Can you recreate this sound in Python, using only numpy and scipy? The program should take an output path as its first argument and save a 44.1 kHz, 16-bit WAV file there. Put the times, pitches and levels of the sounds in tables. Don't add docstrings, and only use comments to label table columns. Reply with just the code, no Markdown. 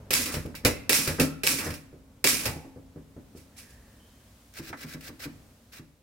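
import sys
import numpy as np
from scipy import signal
from scipy.fft import rfft, irfft, next_fast_len
from scipy.io import wavfile
from scipy.ndimage import uniform_filter1d

SR = 44100
rng = np.random.default_rng(int(sys.argv[2]) if len(sys.argv) > 2 else 0)


def to_wav(sig):
    pcm = np.clip(np.atleast_2d(sig), -1, 1) * 32767
    pcm = np.round(pcm).astype(np.int16)
    wavfile.write(sys.argv[1], SR, pcm.T)


N = 265658
TIME = np.arange(N) / SR

# rise and knock fade time in seconds, then dB added for desk, frame, panels and knock.
STRIKE_BLOW = (.0015, .11, -27, -21, -7, -16)
SNAP_BLOW = (-0.01, 0.15, -38, -24.5, -31, -24)
LANDING_BLOW = (0.02, 0.23, -9.5, -0.5, -1.5, -12.5)
FALL_BACK_BLOW = (-0.01, 0.26, -20.5, -8.5, -9, -9)
KEY_UP_BLOW = (0.0126, 0.21, -2.5, -5.5, -1.5, -3.5)
SETTLE_BLOW = (0.01, 0.21, 0, -4, -4.5, -10.5)
# strike time in seconds and level in dB, snap time in seconds and level
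# in dB, jingle in dB, bar falling back in dB, key-up time in seconds, its click and its thump in dB.
KEY_STROKES = [(0.1059, -25, 0.1377, -16, -24, -34, 0.340, -34, -35.5),
               (0.8934, -19, 0.93, -18, -22, -38.5, 1.075, -29, -30.5),
               (1.434, -26.5, 1.4727, -15, -25, -32.5, 1.664, -46, -34.5),
               (2.2416, -19, 2.2718, -16.5, -22, -38.5, 2.455, -27, -32)]


def letters():
    snaps, jingles, blows = [], [], []
    for strike, strike_db, snap, snap_db, jingle_db, fall_db, up, up_db, thump_db in KEY_STROKES:
        fall = strike + .152
        jingle_start, jingle_peak = strike + .0048, snap + .016
        snaps += [(strike, strike_db, .12),
                  (snap - .0055, snap_db - 3.5, .012),
                  (snap, snap_db, .014), (fall, fall_db, .2), (up, up_db, .17)]
        jingles += [(jingle_start, jingle_peak - jingle_start, jingle_db, .49),
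                    (up - .025, .009, -39, .3)]
        blows += [blow(STRIKE_BLOW, strike, strike_db), blow(SNAP_BLOW, snap, snap_db),
                  blow(LANDING_BLOW, snap + .045, db=-39),
                  blow(FALL_BACK_BLOW, fall, fall_db), blow(KEY_UP_BLOW, up - .008, thump_db),
                  blow(SETTLE_BLOW, up + .02, db=-34)]
    return snaps, jingles, blows


TOUCH_BLOW = (0.0154, .12, -17, 0.5, -2.5, -4)
# time in seconds, then click, desk, frame, panels and first touch in dB.
SHIFT_DROPS = [(0.6491, -19, -23.5, -27, -19, -45.5), (1.1977, -23.5, -28.5, -24.5, -21, -28.5)]


def shifts():
    snaps, jingles, blows = [], [], []
    for start, click_db, desk_db, frame_db, panel_db, touch_db in SHIFT_DROPS:
        snaps += [(start, click_db, .13)]
        jingles += [(start, .02, -29, .21)]
        blows += [blow(TOUCH_BLOW, start - .017, touch_db),
                  (start, .003, .19, desk_db, frame_db, panel_db, click_db - 7)]
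    return snaps, jingles, blows


# frequency in Hz, level in dB.
CLICK_COLOUR = [(200, -26.5), (750, -6), (1300, -9.5), (1750, 0), (2450, 3.5), (3200, -0.5), (5000, 0),
                (7000, -3.5), (11000, -3.5), (15500, -5.5)]


def clicks(snaps, rise_s, crack_db, crack_t60):
    ringing = bursts([(start, rise_s, db, t60) for start, db, t60 in snaps])
    crack = bursts([(start, rise_s, db + crack_db, crack_t60) for start, db, _ in snaps])
    return np.hypot(ringing, crack) * noise(CLICK_COLOUR, size=128)


# frequency in Hz, level in dB.
RATTLE_COLOUR = [(200, -17), (700, -9.5), (1200, -6.5), (2200, -0.5), (3200, -3), (4000, -2), (5500, 0.46),
                 (7500, -1), (10500, -1.5), (15500, -8.5)]


def rattles(jingles):
    return bursts(jingles) * grains(per_s=6000, spread_db=3, t60=.02) * noise(RATTLE_COLOUR)


# pitch in Hz, width in Hz, level in dB.
STEEL_NOTES = [(1140, 40, 1), (1330, 35, 1), (1570, 40, 0), (1672, 30, 0), (2008, 20, 5), (2278, 35, 6),
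               (2427, 28, 5), (2515, 40, 2), (2690, 60, 1), (3950, 40, -1), (4670, 40, 2), (5135, 32, 3),
               (5417, 45, 3), (5620, 22, 4), (7590, 90, -3), (8227, 22, 1), (9000, 70, 0), (9500, 55, -2),
               (10700, 100, -2), (11600, 55, -2), (12096, 40, 2), (13841, 18, 2), (14625, 30, 1)]


def steel(shaking):
    out = np.zeros_like(shaking)
    for hz, width, db in STEEL_NOTES:
        decay = np.exp(-np.pi * width / SR)
        feedback = [1, -2 * decay * np.cos(2 * np.pi * hz / SR), decay ** 2]
        out += from_db(db) * (1 - decay ** 2) / 2 * signal.lfilter([1, 0, -1], feedback, shaking + 1e-18)
    return out


# frequency in Hz, level in dB.
DESK_COLOUR = [(20, -22), (45, -18), (65, -9), (84, 2.5), (120, -12), (200, -26.5), (800, -56)]
FRAME_COLOUR = [(60, -4), (115, -3), (155, 1), (195, 10), (260, 17.5), (330, 12.5), (420, -40),
                (700, -38.5), (5000, -47)]
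PANEL_COLOUR = [(100, -26.5), (220, -18.5), (270, 4), (390, -7), (490, 2), (590, -4), (720, -15.5),
                (1500, -25.5), (5000, -58)]
KNOCK_COLOUR = [(150, -23), (500, -2), (800, 3.5), (1300, 7.5), (1950, 6.5), (2700, -14), (6000, -21),
                (16000, -41.5)]
# pitch in Hz, level in dB, fade time in seconds.
FRAME_NOTES = [(122.9, -8, .2), (155.3, -3.5, 0.36), (248.7, -5.5, .22), (284.17, -9, 0.29),
               (334.93, -4.5, 0.23)]
PANEL_NOTES = [(265, -8.5, 0.14), (335.8, -4, 0.13), (389, -2, 0.19), (431, -12.5, 0.33),
               (470, -8.5, 0.094), (518, -13, .22), (586, -15.5, 0.41)]
SPRING_NOTES = [(269, -23, 4)]


def bumps(blows, frame_t60, panel_t60, desk_t60, desk_lag_s):
    start, rise, knock_t60, desk_db, frame_db, panel_db, knock_db = np.transpose(blows)
    each = np.ones(len(start))
    boom = bursts(zip(start, rise + desk_lag_s, desk_db, desk_t60 * each)) * noise(DESK_COLOUR, size=1024)
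    thud = bursts(zip(start, rise, frame_db - 5, frame_t60 * each)) * noise(FRAME_COLOUR, size=512)
    clack = bursts(zip(start, rise, panel_db - .5, panel_t60 * each)) * noise(PANEL_COLOUR, size=512)
    knock = bursts(zip(start, rise, knock_db, knock_t60)) * noise(KNOCK_COLOUR, size=256)
    frame_hits = np.c_[start + rise / 2, frame_db]
    panel_hits = np.c_[start + rise / 2, panel_db]
    frame_ring = from_db(1.5) * struck(FRAME_NOTES, frame_hits, spread_db=3.5)
    panel_ring = from_db(-2.5) * struck(PANEL_NOTES, panel_hits, spread_db=3)
    spring_hum = struck(SPRING_NOTES, frame_hits, spread_db=-4)
    return boom + thud + clack + knock + frame_ring + panel_ring + spring_hum


# frequency in Hz, level in dB.
SCRAPE_COLOUR = [(150, -16), (500, -2), (1000, -12.5), (1600, 1), (2300, -3), (3200, -6), (4200, -3.5),
                 (6500, -7.5), (10000, -12), (16000, -9)]
CATCH_BLOW = (.006, 0.18, -7, 2.5, -7, -8.5)
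# start and stop in seconds, first and last level in dB.
CARRIAGE_STEPS = [(4.538, 4.589, -60.5, -42), (4.619, 4.695, -54, -44.5), (4.775, 4.837, -54, -43.5),
                  (4.863, 4.939, -58.5, -42), (5.008, 5.085, -56.5, -43.5), (5.202, 5.25, -45.5, -41),
                  (5.728, 5.785, -50.5, -48.5)]


def carriage_scrapes(fade_in_s, fade_out_s):
    level = np.zeros(N)
    for start, stop, first_db, last_db in CARRIAGE_STEPS:
        times = [start - fade_in_s, start, stop, stop + fade_out_s]
        level += np.interp(TIME, times, [0, from_db(first_db), from_db(last_db), 0])
    return level * grains(per_s=1200, spread_db=-3, t60=.039) * noise(SCRAPE_COLOUR)


def carriage_catches():
    return [blow(CATCH_BLOW, stop + .003, last_db) for _, stop, _, last_db in CARRIAGE_STEPS]


# start in seconds, level in dB, fade time in seconds.
LIGHT_TICKS = [(0.460, -49, 0.042), (0.551, -41, 0.18), (1.704, -39.5, .11), (1.739, -42, 0.161),
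               (4.539, -48, .007), (5.009, -48.5, 0.041)]
# start in seconds, level in dB.
LINK_STIRS = [(3.35, -55.5), (3.560, -47), (3.68, -59)]
CASE_BUMPS = [(0.450, -36.5), (1.927, -50), (2.552, -42), (2.645, -47), (2.760, -46), (2.958, -45.5),
              (3.163, -45), (3.348, -49.5)]
LEVER_KNOCKS = [(0.543, -47), (4.7288, -35)]
SOFT_BLOW = (.004, .2, -2, 0, -1, -22)
KNOCK_BLOW = (.0008, .1, -30, -17, -13, 1.5)


def handling():
    jingles = [(start, .026, db, .311) for start, db in LINK_STIRS]
    blows = [blow(SOFT_BLOW, start, db) for start, db in CASE_BUMPS]
    blows += [blow(KNOCK_BLOW, start, db) for start, db in LEVER_KNOCKS]
    return list(LIGHT_TICKS), jingles, blows


# start and rise in seconds, pitch and width in Hz, level in dB, fade time in seconds.
PINGS = [(0.65, .003, 2070, 140, -42, 0.55), (0.65, .003, 2647, 90, -44, .6),
         (1.199, .002, 2664, 82.5, -24, 0.045), (1.199, .003, 259.6, 45, -21.5, 0.31),
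         (1.2, 0.0067, 1344, 110, -45.5, 0.8), (2.46, 0.0103, 804, 150, -44, 0.72),
         (3.45, 0.258, 1750, 320, -64, 1.6), (3.993, .008, 3102, 183, -68, 1.2)]


def pings():
    out = np.zeros(N)
    for start, rise, hz, width, db, t60 in PINGS:
        tone = filtered(rng.standard_normal(N), [hz - width / 2, hz + width / 2], "band")
        tone /= np.sqrt(uniform_filter1d(tone ** 2, size=2048) + 1e-20)
        out += bursts([(start, rise, db, t60)]) * tone
    return out


def room_echo(sound, bass_t60, treble_t60, split_hz, wet_db):
    age = TIME[:SR]
    white = rng.standard_normal((2, SR))
    bass = filtered(white, split_hz, "low") * from_db(-60 * age / bass_t60)
    treble = filtered(white, split_hz, "high") * from_db(-60 * age / treble_t60)
    tail = (bass - treble) * (age > .005)
    tail /= np.sqrt(np.sum(tail ** 2) / 2)
    return sound + from_db(wet_db) * signal.fftconvolve(sound, tail, axes=1)[:, :N]


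# frequency in Hz, level in dB.
ROOM_COLOUR = [(15, -38), (35, -14), (55, 0.5), (105, -4), (165, -11.5), (240, -6.5), (350, -19.5),
               (500, -16.5), (780, -22), (1500, -22), (3000, -22), (8000, -23.5), (16000, -27)]
# time in seconds, rumble in dB, hiss in dB.
BACKGROUND_LEVELS = [(0, -47, -66.5), (2.2, -56.5, -68), (3.098, -56, -67), (3.898, -55, -62.5),
                     (4.501, -58.5, -62), (5.4, -54.5, -62.5), (5.802, -61, -67), (6.02, -63, -71.5)]


def room_tone(split_hz):
    times, rumble_db, hiss_db = np.transpose(BACKGROUND_LEVELS)
    air = noise(ROOM_COLOUR, size=32768)
    rumble = unit_power(filtered(air, split_hz, "low")) * from_db(np.interp(TIME, times, rumble_db))
    hiss = unit_power(filtered(air, split_hz, "high")) * from_db(np.interp(TIME, times, hiss_db))
    return rumble - hiss


def blow(kind, start, db):
    rise, knock_t60, *parts_db = kind
    return (start, rise, knock_t60, *(db + part_db for part_db in parts_db))


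def bursts(rows):
    power = np.zeros(N)
    for start, rise, db, t60 in rows:
        first = int(start * SR)
        age = TIME[:min(N - first, int((rise + 2 * t60) * SR))]
        swell = np.minimum(age / rise, 1)
        fade = from_db(db - 60 * np.maximum(age - rise, 0) / t60)
        power[first:first + len(age)] += (swell * fade) ** 2
    return np.sqrt(power)


def grains(per_s, spread_db, t60):
    hits = (rng.random(N) < per_s / SR) * from_db(spread_db * np.clip(rng.standard_normal(N), -2, 2))
    decay = from_db(-120 / (t60 * SR))
    return unit_power(np.sqrt(signal.lfilter([1], [1, -decay], hits ** 2 + 1e-12)))


def struck(notes, hits, spread_db):
    starts, db = np.transpose(hits)
    out = np.zeros(N)
    chance_db = spread_db * rng.standard_normal((len(starts), len(notes)))
    for k, (hz, note_db, t60) in enumerate(notes):
        taps = np.full(N, 1e-18)
        taps[(starts * SR).astype(int)] = from_db(db + note_db + chance_db[:, k])
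        decay, angle = from_db(-60 / (t60 * SR)), 2 * np.pi * hz / SR
        feedback = [1, -2 * decay * np.cos(angle), decay ** 2]
        out += (-1) ** k * signal.lfilter([0, np.sin(angle)], feedback, taps)
    return out


# frequency in Hz, level of the difference in dB.
STEREO_WIDTH = [(60, -36.5), (250, -20.5), (500, -11.5), (1000, -3.5), (2000, -2.5), (12000, -1.5)]


def noise(spectrum, size=2048):
    middle, side = colour(rng.standard_normal((2, N)), spectrum)
    pair = middle + colour(side, STEREO_WIDTH) * [[1], [-1]]
    return pair / np.sqrt(uniform_filter1d(np.mean(pair ** 2, axis=0), size) + 1e-20)


# frequency in Hz, left minus right in dB.
BALANCE = [(100, -.3), (1000, -.4), (4000, -1.6), (8000, -3.3), (14000, -3.9)]


def lean_right(sound):
    left = colour(sound[0], [(hz, db / 2) for hz, db in BALANCE])
    right = colour(sound[1], [(hz, -db / 2) for hz, db in BALANCE])
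    return np.array([left, right])


def colour(sound, spectrum):
    size = next_fast_len(N)
    hz, db = np.transpose(spectrum)
    frequencies = np.arange(size // 2 + 1) * SR / size
    gain = from_db(np.interp(np.log(frequencies + 1), np.log(hz), db))
    return irfft(rfft(sound, size) * gain, size)[..., :N]


def filtered(sound, hz, kind):
    return signal.sosfilt(signal.butter(2, hz, kind, fs=SR, output="sos"), sound)


def from_db(db):
    return 10 ** (np.asarray(db) / 20)


def unit_power(sound):
    return sound / np.sqrt(np.mean(sound ** 2) + 1e-20)


def scene():
    snaps, jingles, blows = (a + b + c for a, b, c in zip(letters(), shifts(), handling()))
    snapping = clicks(snaps, rise_s=.0008, crack_db=-3, crack_t60=.013)
    jingling = rattles(jingles)
    typing = snapping + jingling + steel(from_db(1) * snapping + from_db(-2.5) * jingling)
    carriage = carriage_scrapes(fade_in_s=.011, fade_out_s=.022)
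    body = bumps(blows + carriage_catches(), frame_t60=.37, panel_t60=.22, desk_t60=.26, desk_lag_s=.0012)
    ringing = steel(from_db(-1.5) * carriage + from_db(-21) * body)
    machine = from_db(1.53) * lean_right(typing) + carriage + body + ringing + pings()
    indoors = room_echo(machine, bass_t60=.6, treble_t60=.35, split_hz=2500, wet_db=-14)
    return indoors + room_tone(split_hz=687)


def record(dry):
    cutoff_hz = 15900
    return signal.sosfilt(signal.ellip(10, .2, 80, cutoff_hz, fs=SR, output="sos"), dry)


dry = scene()
out = record(dry)
to_wav(out)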